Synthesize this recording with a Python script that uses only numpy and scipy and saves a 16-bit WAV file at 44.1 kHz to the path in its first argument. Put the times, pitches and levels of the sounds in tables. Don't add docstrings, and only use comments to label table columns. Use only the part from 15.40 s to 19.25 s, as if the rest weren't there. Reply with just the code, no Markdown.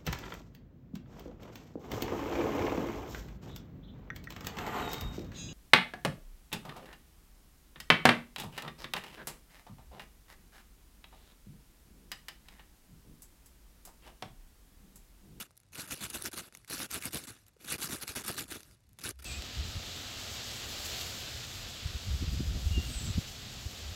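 import sys
import numpy as np
from scipy import signal
from scipy.fft import rfft, irfft, next_fast_len
from scipy.io import wavfile
from scipy.ndimage import uniform_filter1d

SR = 44100
rng = np.random.default_rng(int(sys.argv[2]) if len(sys.argv) > 2 else 0)


def waveform_to_disk(signal):
    frames = np.transpose(np.atleast_2d(signal))
    scaled = np.clip(frames, -1, 1) * 32767
    samples = np.round(scaled).astype(np.int16)
    wavfile.write(sys.argv[1], SR, samples)


def voltage_ratio(level):
    return 10 ** (np.asarray(level, float) / 20)


N = 169785

# freq_hz, level_db
AIR_CURVE = [(120, -32), (200, -17), (500, -11.5), (900, -16), (5000, -20), (9000, -23.5), (12200, -30),
             (15500, -20)]
# freq_hz, level_db
WIND_CURVE = [(12, -45), (20, -30), (37, -3.5), (76, -5.5), (107, -3), (156, -11), (400, -29.5), (520, -42),
              (880, -120)]
# centre_s, half_width_s, level_db, pitch_hz
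BUFFETS = [
    (3.79, 0.055, -47, 65),
    (2.168, 0.0028, -55.5, 450),
    (1.91, 0.018, -49, 110),
]
# freq_hz, level_db
CRUST_CURVE = [(500, -9), (1000, -7), (1400, -6.5), (3000, -3), (5500, -4.5), (8300, -5.5), (10500, -3),
               (12600, -4.5)]
# freq_hz, level_db
PACK_CURVE = [(35, -14), (60, -2.5), (150, -2.5), (340, -2.5), (534, -11), (900, -18), (1170, -68),
              (1980, -120)]
HOLLOW_RINGS_HZ = [1307, 1470, 1633, 2620, 3240]
# start_s, peak_db, pitch_hz
CRUMB_FALLS = [(0.1075, -47, 1330), (0.1125, -48.5, 8900), (0.264, -60, 8600), (0.168, -43, 10500),
               (0.1757, -37, 11200), (0.201, -44.5, 10300), (0.233, -52, 1300), (1.1242, -42, 1430),
               (1.1494, -32, 6430), (1.1498, -35, 2180), (1.1717, -32, 10100), (1.2463, -40.5, 2120),
               (1.965, -49, 1080), (2.0656, -45, 6600), (2.0822, -43, 12600), (2.1655, -54.5, 1260),
               (3.2055, -41, 3440), (3.2306, -40, 6150), (3.3114, -49, 2040), (3.438, -67, 11000),
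               (3.491, -49, 12000), (3.5313, -47, 11900)]
# start_s, peak_db, pitch_hz
CRUST_SNAPS = [(0.3556, -28, 2500), (0.5066, -33, 2720), (0.701, -20.5, 10400), (0.7443, -25, 2820),
               (0.8225, -14, 10300), (0.858, -16.5, 1940), (1.2991, -20.5, 10400), (1.513, -17, 12500),
               (1.537, -25, 9900), (1.5428, -17.5, 10600), (1.6232, -25, 2550), (1.6543, -15, 10350),
               (1.7454, -15.5, 10700), (2.3233, -11.5, 10000), (2.3414, -20, 1910), (2.4185, -19, 12100),
               (2.4309, -16, 9340), (2.6782, -18.5, 2220), (2.7613, -18, 10200), (2.8811, -14, 12370),
               (2.8918, -37, 1380), (2.9924, -18.5, 3380), (3.1221, -21.5, 1470), (3.6391, -21.5, 4650),
               (3.691, -16, 10800), (3.8444, -29, 6000)]
# start_s, peak_db, pitch_hz
FOOTFALLS = [(0.004, -41, 205), (0.377, -39, 146), (0.53, -39, 167), (0.614, -38.5, 230), (0.74, -40, 143),
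             (0.838, -36.5, 360), (0.966, -43, 91.5), (1.331, -34.5, 294), (1.395, -40, 342),
             (1.649, -33, 197.5), (1.749, -40.5, 279), (1.871, -41, 253), (2.318, -34.5, 160),
             (2.44, -36, 154), (2.522, -36.5, 242), (2.69, -37, 77.5), (2.765, -34, 350), (2.865, -42, 220),
             (2.976, -39.5, 303), (3.111, -36, 328), (3.647, -35, 91), (3.689, -41, 106)]
# start_s, peak_db
CLAW_CATCHES = [(0.0224, -45), (0.175, -52), (0.413, -33), (0.5387, -30), (0.5774, -41), (0.7076, -31),
                (0.842, -23), (0.8463, -25), (0.874, -27), (0.8819, -46), (1.006, -28), (1.279, -37),
                (1.3088, -23), (1.3185, -23), (1.402, -26), (1.4674, -46), (1.509, -24), (1.5489, -27),
                (1.6364, -30), (1.646, -34), (1.663, -37), (1.731, -24), (1.7365, -21), (1.7684, -43),
                (1.8004, -54), (1.8363, -51), (1.845, -44), (1.8971, -50), (2.2453, -41), (2.2775, -27),
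                (2.301, -40), (2.3543, -46), (2.382, -31), (2.404, -21), (2.4477, -20), (2.5856, -41),
                (2.613, -29), (2.6345, -23), (2.6602, -51), (2.78, -26), (2.8198, -43), (2.85, -35),
                (2.858, -29), (2.873, -26), (2.9233, -45), (2.9446, -28), (2.978, -29), (2.9834, -36),
                (3.0049, -44), (3.1625, -36), (3.167, -29), (3.2051, -33.5), (3.2324, -38), (3.5878, -31),
                (3.6148, -30), (3.662, -33), (3.7088, -23), (3.8235, -36)]
# start_s, length_s, first_db, last_db
SLIDES = [
    (.66, 0.074, -52.5, -49.5),
    (1.12, 0.14, -56, -70),
    (1.9, 0.16, -51, -70),
    (3.165, 0.062, -51, -59),
    (3.215, 0.153, -59.5, -62.5),
    (1.482, 0.03, -69, -41),
    (2.06, 0.035, -67, -59.5),
    (1.69, .03, -81, -53),
    (2.642, 0.033, -58, -56),
    (2.19, 0.061, -59.5, -55),
]
# start_s, length_s, force_db
LIGHT_SCUFFS = [(0.034, 0.036, -60), (0.321, 0.0048, -56), (0.327, 0.016, -50.5), (0.346, 0.021, -46),
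                (0.416, 0.053, -50.5), (0.475, 0.026, -47), (0.552, 0.064, -50.5), (0.698, 0.013, -44),
                (0.778, 0.043, -50.5), (0.914, 0.01, -48.5), (0.928, 0.019, -41.5), (0.95, 0.013, -52.5),
                (1.019, 0.07, -54.5), (1.276, 0.023, -51.5), (1.603, 0.023, -47), (1.707, .02, -55),
                (1.795, 0.061, -52.5), (1.836, 0.021, -52.5), (1.87, 0.039, -45.5), (2.203, 0.043, -65),
                (2.243, 0.032, -49), (2.38, 0.033, -46), (2.557, 0.054, -51.5), (2.72, 0.023, -52.5),
                (2.813, 0.015, -49), (2.736, 0.01, -62), (2.837, 0.021, -43), (2.915, 0.048, -47.5),
                (3.033, 0.012, -49.5), (3.046, 0.032, -62.5), (3.079, 0.027, -51.5), (3.144, 0.025, -45),
                (3.587, 0.014, -50.5), (3.607, 0.034, -52), (3.788, 0.02, -54), (3.82, 0.016, -52),
                (3.841, 0.02, -46.5)]
# start_s, length_s, force_db, thud_re_crackle_db, peak_place_0_1
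DIG_STROKES = [
    (-.02, 0.053, -40, -16, 0.29),
    (0.369, 0.055, -42, -9.5, 0.56),
    (0.502, 0.045, -38.5, -9, 0.42),
    (0.607, 0.061, -40, -11, 0.56),
    (0.728, 0.05, -40.5, -3.5, 0.55),
    (0.807, 0.025, -52, -17, 1),
               (0.835, 0.052, -40.5, -5.5, 0.57), (0.961, 0.053, -41, -6, 0.3),
               (1.297, 0.068, -40, -6.5, 0.66), (1.364, 0.1, -40.5, -8.5, 0.56),
               (1.504, 0.09, -40.5, -8, 0.47), (1.622, 0.07, -41.5, -6.5, 0.55),
               (1.723, 0.073, -40.5, -5.5, 0.58), (2.275, 0.088, -38.5, -9, 0.55),
               (2.41, 0.07, -38.5, -9.5, 0.24), (2.485, 0.081, -40.5, -7.5, 0.59),
               (2.61, 0.031, -40, -10, 0.66), (2.67, 0.053, -42.5, -6, 0.33),
               (2.75, 0.064, -40, -5.5, 0.18), (2.859, 0.058, -38.5, -10.5, 0.5),
               (2.965, 0.066, -39.5, -7.5, 0.32), (3.101, 0.043, -43.5, -5.5, 0.37),
               (3.633, 0.082, -41.5, -6, 0.2)]


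def evened(x):
    return x / np.sqrt(np.mean(x ** 2) + 1e-20)


def colour(x, points):
    f, level_db = np.transpose(points)
    hz = np.fft.rfftfreq(len(x), 1 / SR)
    gain = voltage_ratio(np.interp(np.log(hz + 1), np.log(f + 1), level_db))
    return evened(irfft(rfft(x) * gain, len(x)))


def add(mix, start_s, sound):
    at = round(start_s * SR)
    part, rest = mix[max(at, 0):], sound[max(-at, 0):]
    size = min(len(part), len(rest))
    part[:size] += rest[:size]


def wander(period_s):
    size = max(int(period_s * SR), 2)
    return evened(uniform_filter1d(uniform_filter1d(rng.standard_normal(N), size), size))


def linger(x, decay_s):
    keep = np.exp(-1 / (decay_s * SR))
    return signal.lfilter([1 - keep], [1, -keep], x)


def impacts(rate_per_s, spread_db, limit):
    size = voltage_ratio(spread_db * np.minimum(rng.exponential(1, N), limit))
    return size * (rng.random(N) < rate_per_s / SR)


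def crust_noise():
    return colour(rng.standard_normal(N), [(150, -76), *CRUST_CURVE])


def air():
    hiss_db, wind_db, lumpy_db = -75, -70, 5
    t = np.arange(N) / SR
    hiss = voltage_ratio(hiss_db + 1.4 * wander(0.0018)) * colour(rng.standard_normal(N), AIR_CURVE)
    wind = voltage_ratio(wind_db + lumpy_db * wander(0.069)) * colour(rng.standard_normal(N), WIND_CURVE)
    for centre_s, half_width_s, level_db, hz in BUFFETS:
        swell = np.exp(-((t - centre_s) / half_width_s) ** 2)
        wind += voltage_ratio(level_db) * swell * np.sin(2 * np.pi * hz * (t - centre_s))
    return hiss + wind


def grit():
    hits = voltage_ratio(-72) * impacts(rate_per_s=160, spread_db=5.1, limit=2)
    return linger(hits, 0.0014) * 0.00087 * SR * crust_noise()


def ticks(table, t60_s, tone, gain_db):
    out, t = np.zeros(N), np.arange(600) / SR
    burst = signal.lfilter([1, -0.6], [1], rng.standard_normal((len(table), 600)), axis=1)
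    for (start_s, peak_db, hz), noise in zip(table, burst):
        smear_s = 1 / (2 * np.pi * 3.2 * hz)
        wide = evened(linger(linger(noise, smear_s), smear_s))
        crack = tone * np.sin(2 * np.pi * hz * t) + (1 - tone) * wide
        attack = np.minimum(t / 0.00065, 1) ** 2
        add(out, start_s, voltage_ratio(peak_db + gain_db - 60 * t / t60_s) * attack * crack)
    return out


def chunks():
    spread, turns = 0.07, 2.9
    pitches_hz = np.outer(HOLLOW_RINGS_HZ, [1 - spread, 1, 1 + spread]).ravel()
    size = impacts(rate_per_s=900, spread_db=4, limit=4)
    kind, t, out = rng.integers(0, len(pitches_hz), N), np.arange(1200) / SR, np.zeros(N)
    for k, hz in enumerate(pitches_hz):
        grain = np.sin(2 * np.pi * hz * t) * np.exp(-t * hz / turns) * np.minimum(t * hz, 1)
        out += signal.oaconvolve(size * (kind == k), grain / np.linalg.norm(grain))[:N]
    return evened(out)


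def thumps():
    lag_s, width_s, gain_db, sag = 0.011, 0.007, -7, 0.13
    out, t = np.zeros(N), np.arange(2000) / SR
    place = (t - lag_s) / width_s
    bump = np.exp(-place ** 2) * np.minimum(t / 0.0017, 1)
    for start_s, peak_db, hz in FOOTFALLS:
        turns = np.cumsum(hz * (1 - sag * place)) / SR + rng.random()
        add(out, start_s, voltage_ratio(peak_db + gain_db) * bump * np.sin(2 * np.pi * turns))
    return out


def thud():
    lump_db = 4
    return colour(rng.standard_normal(N) * voltage_ratio(lump_db * wander(0.0069)), PACK_CURVE)


def catches():
    rise_s, decay_s, gain_db = 0.00053, 0.00081, -8.5
    out, t = np.zeros(N), np.arange(500) / SR
    burst = np.minimum(t / rise_s, 1) ** 2 * np.exp(-np.maximum(t - rise_s, 0) / decay_s)
    for start_s, peak_db in CLAW_CATCHES:
        add(out, start_s, voltage_ratio(peak_db + gain_db) * burst)
    return out * crust_noise()


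def slips():
    rate_per_s, decay_s, floor = 520, 0.0013, 1.7
    t = np.arange(800) / SR
    kicks = np.minimum(rng.exponential(1, N), 2) * (rng.random(N) < rate_per_s / SR)
    surge = signal.oaconvolve(kicks, np.minimum(t / 0.00016, 1) * np.exp(-t / decay_s))[:N]
    return floor + evened(abs(surge))


def crackle(count=24):
    powder_db = 2
    size = impacts(rate_per_s=5000, spread_db=3.5, limit=4.5)
    kind, t, out = rng.integers(0, count, N), np.arange(256) / SR, np.zeros(N)
    for k, hz in enumerate(np.geomspace(900, 15000, count)):
        turns = (0.2 + rng.random()) * (1 + hz / 9000)
        grain = np.sin(2 * np.pi * hz * t + rng.random()) * np.exp(-t * hz / turns)
        grain *= np.minimum(t * hz * 2, 1)
        out += signal.oaconvolve(size * (kind == k), grain / np.linalg.norm(grain) * np.sqrt(hz))[:N]
    mix = evened(out) + voltage_ratio(powder_db) * rng.standard_normal(N)
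    return colour(mix * slips(), [(150, -67), *CRUST_CURVE])


def patchy(x, depth_db):
    z = signal.stft(x, nperseg=256)[2]
    field = uniform_filter1d(rng.standard_normal(z.shape), size=5, axis=0)
    field = uniform_filter1d(field, size=9, axis=1)
    y = signal.istft(z * voltage_ratio(depth_db * evened(field)), nperseg=256)[1][:N]
    power = uniform_filter1d(uniform_filter1d(y ** 2, size=600), size=600)
    return evened(y / np.sqrt(abs(power) + 1e-12))


def arc(length_s, peak, rise_db, fall_db, edge_s):
    t = np.arange(-edge_s, length_s + edge_s, 1 / SR)
    at = np.clip(peak, 0.02, 0.98) * length_s
    shape = voltage_ratio(np.interp(t, [0, at, length_s], [rise_db, 0, fall_db]))
    edge = np.minimum(t + edge_s, length_s + edge_s - t) / (2 * edge_s)
    return evened(shape) * np.clip(edge, 0, 1) ** 2


def pressure():
    edge_s, pack_lag_s, pack_smear_s = 0.0019, 0.0065, 0.02
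    crust, pack = np.zeros(N), np.zeros(N)

    def press(start_s, push, thud_db):
        add(crust, start_s - edge_s, push)
        add(pack, start_s + pack_lag_s, push * voltage_ratio(thud_db))

    for start_s, length_s, force_db, thud_db, peak in DIG_STROKES:
        press(start_s, voltage_ratio(force_db) * arc(length_s, peak, -8, -10, edge_s), thud_db)
    for start_s, length_s, force_db in LIGHT_SCUFFS:
        press(start_s, voltage_ratio(force_db) * arc(length_s, 0.052, -0.16, -4.5, edge_s), -6.5)

    settle = voltage_ratio(-30) * linger(crust, 0.17)
    settled = crust + settle
    crust = settled + voltage_ratio(-7) * linger(crust, 0.008)
    for start_s, length_s, first_db, last_db in SLIDES:
        size = round(length_s * SR)
        slide = voltage_ratio(np.linspace(first_db, last_db, size)) * signal.windows.tukey(size, 0.3)
        add(crust, start_s, slide)
        add(pack, start_s, slide * voltage_ratio(-6.5))
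    return crust, uniform_filter1d(pack, max(int(pack_smear_s * SR), 2))


def scene():
    crust, pack = pressure()
    loose = voltage_ratio(-13) * linger(crust, 0.0029)
    bright = crust * (crust / voltage_ratio(-1.5)) ** 0.08
    dig = bright * patchy(crackle(), depth_db=3) + voltage_ratio(-1) * pack * thud() + loose * chunks()
    dig += ticks(CRUST_SNAPS, t60_s=0.0059, tone=0.47, gain_db=1.5)
    dig += ticks(CRUMB_FALLS, t60_s=0.0094, tone=0.43, gain_db=1.5)
    return (dig + air() + catches() + thumps() + grit())[None]


def low_pass(x):
    return signal.sosfilt(signal.butter(12, 16710, fs=SR, output="sos"), x)


def record(dry):
    notch_hz, notch_width_hz, notch_depth, low_cut_hz = 3175, 140, 0.57, 39
    shelf_hz, edge_hz, shelf_db, dip_db = 12950, 15900, -10.5, -5
    size = next_fast_len(N + 4096)
    hz = np.fft.rfftfreq(size, 1 / SR)
    points_hz = [shelf_hz - 200, shelf_hz + 300, shelf_hz + 1000, edge_hz - 100, edge_hz + 150]
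    gain = voltage_ratio(np.interp(hz, points_hz, [0, shelf_db + dip_db, shelf_db, shelf_db - 0.5, -70]))
    gain *= 1 - notch_depth * np.exp(-((hz - notch_hz) / notch_width_hz) ** 2)
    gain /= np.sqrt(1 + (low_cut_hz / (hz + 1)) ** 4)
    mix = irfft(rfft(dry, size) * gain, size)[:, :N]
    return low_pass(mix)


dry = scene()
out = record(dry)
waveform_to_disk(out)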